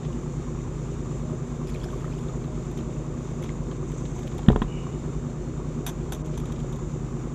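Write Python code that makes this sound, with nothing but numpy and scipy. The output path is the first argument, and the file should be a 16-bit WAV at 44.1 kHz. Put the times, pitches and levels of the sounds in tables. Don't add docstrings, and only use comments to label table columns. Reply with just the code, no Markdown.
import sys
import numpy as np
from scipy import signal
from scipy.fft import rfft, irfft, next_fast_len
from scipy.io import wavfile
from scipy.ndimage import uniform_filter1d

SR = 44100
rng = np.random.default_rng(int(sys.argv[2]) if len(sys.argv) > 2 else 0)


def store_pcm(level_fs):
    pcm = np.round(np.clip(level_fs, -1, 1) * 32767).astype(np.int16)
    wavfile.write(sys.argv[1], SR, np.atleast_2d(pcm).T)


N = 324017
TIME_S = np.arange(N) / SR

# f/Hz, density/dB
HISS_SPECTRUM = [(900, -110), (2200, -89.5), (2900, -93.5), (3650, -95.5), (4000, -101), (5300, -97.5),
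                 (6200, -93.5), (6850, -89.5), (7200, -86), (7900, -96), (8900, -108), (12500, -116),
                 (15500, -124)]
# f/Hz, level/dB, width/Hz
WHINE_BANDS = [(719, -61.5, 12), (3680, -68, 130), (4240, -73.5, 51), (5800, -70.5, 48), (6170, -67.5, 37),
               (6320, -70.5, 30), (6800, -64.5, 25), (7210, -66.5, 29), (7600, -72, 17)]
# t/s, f/Hz
CYCLE_RATE = [(0.0, 9.61), (1.0, 9.596), (1.8, 9.608), (2.2, 9.695), (2.8, 9.568), (3.4, 9.635),
              (4.3, 9.554), (5.0, 9.707), (5.6, 9.543), (6.2, 9.607), (6.7, 9.511), (7.35, 9.545)]
# f/Hz, density/dB
RUMBLE_SPECTRUM = [(10, -82), (28, -69), (55, -58), (95, -62.5), (135, -61), (200, -68.5), (240, -56.5),
                   (280, -67.5), (370, -63), (455, -70), (490, -68), (590, -78.5), (1150, -80),
                   (1700, -89.5)]
# t/s, level/dB
MOTOR_WHINE_SWELL = [(0, -68), (1.0, -58.5), (1.28, -47), (1.58, -63), (1.85, -48.5), (2.2, -56.5),
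                     (2.45, -53.5), (3.4, -56.5), (3.7, -62), (5.6, -59), (5.9, -55.5), (6.35, -53),
                     (6.6, -70)]
# order (multiple of the cycle rate), level/dB
EXHAUST_ORDERS = [(5, -39), (6, -50), (8, -47), (13, -39), (15, -40.5), (16, -37), (17, -57.5), (19, -46.5),
                  (21, -58), (24, -46), (25, -47), (26, -51), (32, -49.5), (33, -55.5), (36, -54.5),
                  (37, -50), (38, -52.5), (39, -53.5), (40, -61.5), (41, -52), (44, -57)]
ORDER_PEAKS = [(0, .67), (20, .59), (30, .83)]
# phase/cycles, f/Hz, width/Hz, level/dB
EXHAUST_PUFFS = [(.07, 364, 149, -42), (.12, 536, 160, -54), (.27, 1090, 328, -50), (.42, 350, 131, -42.5),
                 (.52, 990, 438, -49), (.65, 1100, 330, -51.5), (.86, 489, 180, -42.5)]
# f/Hz, width/Hz, level/dB
SPATTER_BANDS = [(1540, 240, -4), (2390, 390, 3), (3430, 210, 5), (5430, 2200, -4), (11000, 8000, -13),
                 (14000, 2800, -13)]
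# t/s, patter/dB, fizz/dB, hold/s
FISH_SPLASHES = [(1.669, -56, -62, 0.012), (1.688, -53, -60, 0.01), (1.74, -61, -55, 0.008),
                 (1.833, -52, -53, 0.009), (2.178, -61, -59, 0.0089), (2.208, -61, -65, .004),
                 (2.439, -62, -55, .01)]
# t/s, level/dB, f/Hz
WATER_DROPS = [(0.129, -42, 2890), (0.133, -41, 1030), (0.589, -44, 2480), (0.608, -46, 2050),
               (1.616, -36, 1040), (1.69, -50, 2880), (1.739, -47, 4500), (1.749, -37, 2400),
               (1.759, -39, 2200), (1.761, -43, 3200), (1.815, -40, 3250), (1.834, -41, 3400),
               (1.842, -36, 1540), (1.844, -38, 5070), (1.861, -34, 710), (1.887, -37.5, 1530),
               (1.904, -43, 3320), (1.931, -33.5, 1140), (2.01, -44, 1840), (2.022, -47, 2700),
               (2.044, -30, 1220), (2.053, -41, 1860), (2.069, -45, 2000), (2.08, -45, 1700),
               (2.125, -42, 2490), (2.136, -43, 3000), (2.184, -43, 2900), (2.285, -42, 3580),
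               (2.481, -35, 720), (2.789, -48, 3100), (2.809, -44, 3900), (2.968, -45, 2630),
               (3.428, -37, 2140), (3.493, -33, 2080), (4.391, -29.5, 790), (4.868, -29.5, 1060),
               (6.503, -35, 1080)]
# f/Hz, width/Hz, level/dB
RUB_BANDS = [(2000, 1000, -4.5), (3530, 680, -3.5), (5260, 970, -10.5), (6000, 2000, -21.5)]
# t/s, level/dB, hold/s
HAND_GRABS = [(0.031, -50, 0.013), (2.772, -54, .012), (3.436, -44.5, 0.0069), (3.486, -54, .008),
              (4.267, -55, 0.0088), (4.381, -51, 0.0064)]
# t/s, level/dB, hold/s
HAND_FUMBLES = [(4.14, -66, 0.13), (6.27, -61, 0.26)]
# f/Hz, width/Hz, level/dB
GUIDE_BANDS = [(6130, 530, -1), (6700, 300, 1), (7600, 650, -3)]
# t/s, level/dB
LURE_TAPS = [(3.714, -42), (3.722, -47), (3.92, -47), (4.054, -39), (4.061, -44), (4.191, -44),
             (4.232, -43), (4.277, -42), (4.314, -45), (4.324, -45), (4.431, -43), (4.462, -41),
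             (4.519, -37), (6.458, -49), (6.524, -44), (6.603, -45)]
# f/Hz, width/Hz, level/dB
LURE_MODES = [(1700, 110, 1.5), (2240, 180, -3), (3100, 220, 1), (3760, 190, 1), (4520, 660, -9.5)]
# f/Hz, width/Hz, level/dB
SPOOL_MODES = [(2320, 210, 8), (2930, 160, 11.5)]
# t/s, level/dB, decay/s, cutoff/Hz
TACKLE_KNOCKS = [(2.714, -44, 0.002, 16000), (2.7742, -45.5, 0.0056, 15000), (3.423, -40.5, .003, 12000),
                 (3.436, -43, .009, 10000), (3.917, -47, .002, 15000), (4.156, -54, .003, 15000),
                 (4.1825, -46, .001, 15000), (4.191, -49, 0.007, 15000), (4.222, -52, .005, 14000),
                 (4.267, -50, .006, 14000), (4.278, -47, .002, 14000), (4.347, -50, 0.0022, 14000),
                 (4.3812, -35.5, 0.0017, 12000), (4.4852, -31.5, .0016, 19000), (4.519, -48, .004, 13000),
                 (4.561, -41, .001, 13000), (4.622, -46, .004, 15000), (5.8643, -24.5, 0.0067, 16000),
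                 (5.876, -39, .005, 13000), (5.888, -35, .004, 12000), (5.894, -36, 0.0047, 8000),
                 (6.1215, -29.5, 0.007, 16500), (6.132, -40.5, .005, 14000), (6.147, -41, .005, 12000),
                 (6.26, -47, 0.006, 11900), (6.375, -35.5, 0.0056, 10700), (6.399, -42, .004, 11000),
                 (6.455, -42, 0.0054, 9500), (6.521, -38.5, 0.004, 9600), (6.6, -45, .003, 8000),
                 (6.725, -42.5, 0.0062, 10500), (6.76, -48, .005, 10500)]
# f/Hz, width/Hz, level/dB
ROD_MODES = [(690, 200, 6), (1061, 170, 7), (1520, 220, 0), (2020, 350, -2), (2428, 130, 1.5),
             (3300, 280, 4), (3760, 160, 1), (5550, 300, -3), (6180, 140, 5), (6550, 160, 0),
             (7250, 300, -3), (8440, 100, -2), (9620, 150, -9), (11400, 450, -2), (12420, 350, -5.5),
             (13960, 900, -9.5)]
# t/s, push/dB, contact/s, slap/dB, slap tilt/(dB per octave)
FISH_BLOWS = [(4.4834, 7.5, 0.00394, -4.5, 3.5), (4.4978, -10, 0.0038, -31, 0),
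              (4.502, -8, 0.00106, -18, -2), (4.513, -7, 0.0055, -29, -2), (4.5248, -4, 0.0093, -27, -5),
              (4.5605, -11, 0.00086, -13.5, -2.5), (4.6174, -6.5, 0.00304, -9, -6.5),
              (4.621, -19, 0.0018, -16.5, 5.5)]
# f/Hz, level/dB, t60/s
DECK_MODES = [(38.9, -21.5, 0.48), (65, -22.5, 0.17), (101, -21, 0.08), (141.4, -13, 0.098),
              (197, -1.5, 0.033), (350, -13, 0.047), (419.3, -11.5, 0.093), (578, -27, 0.11),
              (720, -21, 0.1)]
# f/Hz, level/dB, t60/s
SURFACE_MODES = [(860, -10, 0.013), (1060, -12, 0.018), (1220, -14, 0.014), (1820, -21, 0.014),
                 (2570, -36, 0.012), (3320, -18, 0.011), (3710, -22.5, 0.016)]


def from_db(db):
    return 10 ** (np.asarray(db) / 20)


def unit_rms(x):
    return x / np.sqrt(np.mean(x ** 2) + 1e-20)


def add(out, t_s, sound):
    start = round(t_s * SR)
    out[start:start + len(sound)] += sound[:N - start]


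def envelope(start_s, hold_s, attack_s, release_s):
    age_s = TIME_S - start_s
    release = np.exp(-np.clip((age_s - attack_s - hold_s) / release_s, 0, 20))
    return np.clip(age_s / attack_s, 0, 1) * release


def bursts(rows, attack_s, release_s):
    return sum(from_db(db) * envelope(t_s, hold_s, attack_s, release_s) for t_s, db, hold_s in rows)


def drift(rate_hz):
    step, settle = 40, 2000
    r = np.exp(-2 * np.pi * rate_hz * step / SR)
    slow = signal.lfilter([1], [1, -2 * r, r * r], rng.standard_normal(N // step + settle + 2))[settle:]
    return np.interp(np.arange(N) / step, np.arange(len(slow)), unit_rms(slow))


def noise(spectrum):
    size = next_fast_len(N)
    hz, db = np.transpose(spectrum)
    bins_hz = np.maximum(np.fft.rfftfreq(size, 1 / SR), 1)
    gain = from_db(np.interp(np.log(bins_hz), np.log(hz), db)) / np.maximum(bins_hz / hz[-1], 1) ** 3
    return irfft(rfft(rng.standard_normal(size)) * gain, size)[:N] * np.sqrt(SR / 2)


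def grains(per_s, spread_db):
    sizes = from_db(spread_db * np.minimum(rng.exponential(1, N), 4)) * rng.choice([-1, 1], N)
    return unit_rms(sizes * (rng.random(N) < per_s / SR))


def low_pass(x, hz, order=4):
    return signal.sosfilt(signal.butter(order, min(hz, .45 * SR), fs=SR, output="sos"), x)


def ring(force, hz, t60_s):
    r = from_db(-60 / (t60_s * SR))
    poles = [1, -2 * r * np.cos(2 * np.pi * hz / SR), r * r]
    return signal.lfilter([.5, 0, -.5], poles, force + 1e-18)


def resonate(x, bands):
    out = 0
    for k, (hz, width_hz, db) in enumerate(bands):
        r = np.exp(-np.pi * width_hz / SR)
        poles = [1, -2 * r * np.cos(2 * np.pi * hz / SR), r * r]
        gain = (-1) ** k * from_db(db) * (1 - r * r) / 2
        out += gain * signal.lfilter([1, 0, -1], poles, x + 1e-18)
    return out


def band_noise(bands):
    return resonate(resonate(rng.standard_normal(N), bands), bands)


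def bubble(hz, ring_s, rise_per_s):
    age_s = np.arange(SR // 40) / SR
    return np.exp(-age_s / ring_s) * np.sin(2 * np.pi * hz * age_s * (1 + rise_per_s * age_s))


def fizz(per_s, low_hz, high_hz, ring_s=0.0068, rise_per_s=2.9, spread_db=3.0):
    out = np.zeros(N)
    for when, size, pitch in rng.random((int(per_s * N / SR), 3)):
        strength = from_db(-spread_db * np.log(max(size, .03)))
        hz = low_hz * (high_hz / low_hz) ** pitch
        add(out, when * (N - 1) / SR, strength * bubble(hz, ring_s, rise_per_s))
    return unit_rms(out)


def whines(swell_db=1.5):
    out = 0
    for hz, db, width_hz in WHINE_BANDS:
        angle = 2 * np.pi * hz * TIME_S
        swell = unit_rms(from_db(swell_db * drift(3)))
        out += from_db(db) * swell * (drift(width_hz) * np.cos(angle) + drift(width_hz) * np.sin(angle))
    return out


def hiss(start_db=-0.5, fade_db_per_s=0.11, waver_db=.5, dip_at_s=6.222, dip_s=.024, dip_db=-12):
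    in_dip = (TIME_S > dip_at_s) & (TIME_S < dip_at_s + dip_s)
    dip = uniform_filter1d(from_db(dip_db * in_dip), size=180)
    level_db = start_db - fade_db_per_s * TIME_S + waver_db * (drift(5.5) + drift(16))
    return (noise(HISS_SPECTRUM) + whines()) * from_db(level_db) * dip


def lapping(level_db=-57.5):
    return from_db(level_db) * fizz(per_s=30, low_hz=950, high_hz=1230)


def motor_whine(cycle, order=64, waver=0.57):
    angle = 2 * np.pi * order * cycle
    tone = (1 + waver * drift(11.6)) * np.cos(angle) + waver * drift(10) * np.sin(angle)
    level_db = np.interp(TIME_S, *np.transpose(MOTOR_WHINE_SWELL))
    return from_db(level_db) * unit_rms(tone)


def rumble(cycle, firings_per_cycle=8, firing_db=0.2, waver_db=1.0):
    swell_db = firing_db * np.cos(2 * np.pi * firings_per_cycle * cycle)
    return noise(RUMBLE_SPECTRUM) * from_db(swell_db + waver_db * drift(33))


def exhaust_hum(cycle, base_waver=0.13, waver_per_order=0.0064, flutter_hz=5.9):
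    out = 0
    for order, db in EXHAUST_ORDERS:
        waver = base_waver + waver_per_order * order
        peak_phase = [phase for lowest, phase in ORDER_PEAKS if order >= lowest][-1]
        angle = 2 * np.pi * order * (cycle - peak_phase)
        wave = (1 + waver * drift(flutter_hz)) * np.cos(angle)
        wave += waver * drift(flutter_hz) * np.sin(angle)
        out += from_db(db) * wave * np.sqrt(2 / (1 + 2 * waver ** 2))
    return out


def chug(cycle, puff_cycles=0.051):
    out = 0
    for phase, hz, width_hz, db in EXHAUST_PUFFS:
        offset_cycles = (cycle - phase + .5) % 1 - .5
        gate = np.exp(-(offset_cycles / puff_cycles) ** 2)
        out += from_db(db) * gate * unit_rms(band_noise([(hz, width_hz, 0)]))
    return out


def water(trickle_db=-62, spray_db=-11, ring_at_1khz_s=0.0038):
    spray = fizz(per_s=600, low_hz=8000, high_hz=14000, ring_s=.0003)
    spatter = resonate(grains(per_s=900, spread_db=2.5), SPATTER_BANDS)
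    patter = unit_rms(spatter) + from_db(spray_db) * spray
    bubbles = fizz(per_s=200, low_hz=1300, high_hz=5200, ring_s=.002, spread_db=3.5)
    trickle = envelope(start_s=1.56, hold_s=0.19, attack_s=0.26, release_s=.2)
    out = from_db(trickle_db) * trickle * (patter + bubbles)
    for t_s, patter_db, fizz_db, hold_s in FISH_SPLASHES:
        splash = envelope(t_s, hold_s, attack_s=0.003, release_s=0.0053)
        out += splash * (from_db(patter_db) * patter + from_db(fizz_db) * bubbles)
    for t_s, db, hz in WATER_DROPS:
        ring_s = ring_at_1khz_s * np.sqrt(1000 / hz)
        add(out, t_s, from_db(db) * bubble(hz, ring_s, rise_per_s=3.1))
    return out


def handling(clump_db=4.0, cutoff_hz=7000):
    slips = grains(per_s=3700, spread_db=7.0)
    clumps = unit_rms(from_db(clump_db * drift(51)))
    fumbles = bursts(HAND_FUMBLES, attack_s=0.055, release_s=0.11) * clumps
    grabs = bursts(HAND_GRABS, attack_s=0.0012, release_s=0.015)
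    rub = low_pass(resonate(slips, RUB_BANDS), cutoff_hz)
    return (grabs + fumbles) * unit_rms(rub)


def line_slide(level_db=-56.5, rasp_db=3.0):
    pull = envelope(start_s=3.64, hold_s=0.29, attack_s=0.29, release_s=0.098)
    rub = band_noise(GUIDE_BANDS) * from_db(rasp_db * drift(25))
    return from_db(level_db) * pull * unit_rms(rub)


def lure_clicks(gain_db=24.5, scuff_db=-17, scuff_s=0.0037):
    force = np.zeros(N)
    age_s = np.arange(SR // 40) / SR
    for t_s, db in LURE_TAPS:
        scuff = from_db(scuff_db) * rng.standard_normal(len(age_s)) * np.exp(-age_s / scuff_s)
        add(force, t_s, from_db(db + gain_db) * ((age_s == 0) + scuff))
    return resonate(force, LURE_MODES)


def reel(level_db=-51.5):
    spin = envelope(start_s=4.657, hold_s=0.067, attack_s=0.067, release_s=0.11)
    return from_db(level_db) * spin * unit_rms(band_noise(SPOOL_MODES))


def tackle(gain_db=2.0, crack_db=12, tail_db=-12, tail_stretch=2.9, uneven_db=1.0, direct_db=-12.0):
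    force = np.zeros(N)
    age_s = np.arange(SR // 6) / SR
    contacts = grains(per_s=12000, spread_db=2.0) * from_db(uneven_db * drift(160))
    for t_s, db, decay_s, cutoff_hz in TACKLE_KNOCKS:
        start = round(t_s * SR)
        decay = np.exp(-age_s / decay_s) + from_db(tail_db) * np.exp(-age_s / (tail_stretch * decay_s))
        chatter = decay * contacts[start:start + len(age_s)]
        chatter *= np.linalg.norm(decay) / np.linalg.norm(chatter)
        knock = from_db(crack_db) * (age_s == 0) + chatter
        add(force, t_s, from_db(db) * low_pass(knock, cutoff_hz, order=2))
    return from_db(gain_db) * (resonate(force, ROD_MODES) + from_db(direct_db) * force)


def fish_landing(squelch_db=-0.5, squelch_s=0.0024, judder_db=-42, judder_s=0.016,
                 pivot_hz=1500, cutoff_hz=3800):
    push, slaps = np.zeros(N), np.zeros((len(SURFACE_MODES), N))
    age_s = np.arange(SR // 4) / SR
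    for t_s, push_db, contact_s, slap_db, tilt_db_per_octave in FISH_BLOWS:
        pulse = np.hanning(max(int(contact_s * SR), 4))
        add(push, t_s, from_db(push_db) * pulse / pulse.sum())
        squelch = rng.standard_normal(len(age_s)) * np.exp(-age_s / squelch_s)
        smack = (age_s == 0) + from_db(squelch_db) * squelch / np.linalg.norm(squelch)
        for slap, (hz, _, _) in zip(slaps, SURFACE_MODES):
            tilt_db = tilt_db_per_octave * np.log2(hz / pivot_hz)
            add(slap, t_s + contact_s / 2, from_db(slap_db + tilt_db) * smack)
        judder = rng.standard_normal(len(age_s)) * np.exp(-age_s / judder_s)
        add(push, t_s + contact_s, from_db(slap_db + judder_db) * judder)
    deck = sum(from_db(db) * ring(push, hz, t60_s) for hz, db, t60_s in DECK_MODES)
    surface = sum((-1) ** k * from_db(db) * ring(slaps[k], hz, t60_s)
                  for k, (hz, db, t60_s) in enumerate(SURFACE_MODES))
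    return low_pass(deck + surface, cutoff_hz)


def scene():
    cycle_hz = np.interp(TIME_S, *np.transpose(CYCLE_RATE))
    cycle = np.cumsum(cycle_hz) / SR
    motor = exhaust_hum(cycle) + chug(cycle) + rumble(cycle) + motor_whine(cycle)
    background = motor + hiss() + lapping()
    catch = water() + handling() + line_slide() + lure_clicks() + fish_landing() + tackle() + reel()
    return (background + catch)[None]


def record(dry):
    cutoff_hz = 15400
    rounded = dry / (1 + dry ** 8) ** (1 / 8)
    return signal.sosfilt(signal.ellip(10, .1, 80, cutoff_hz, fs=SR, output="sos"), rounded)


dry = scene()
out = record(dry)
store_pcm(out)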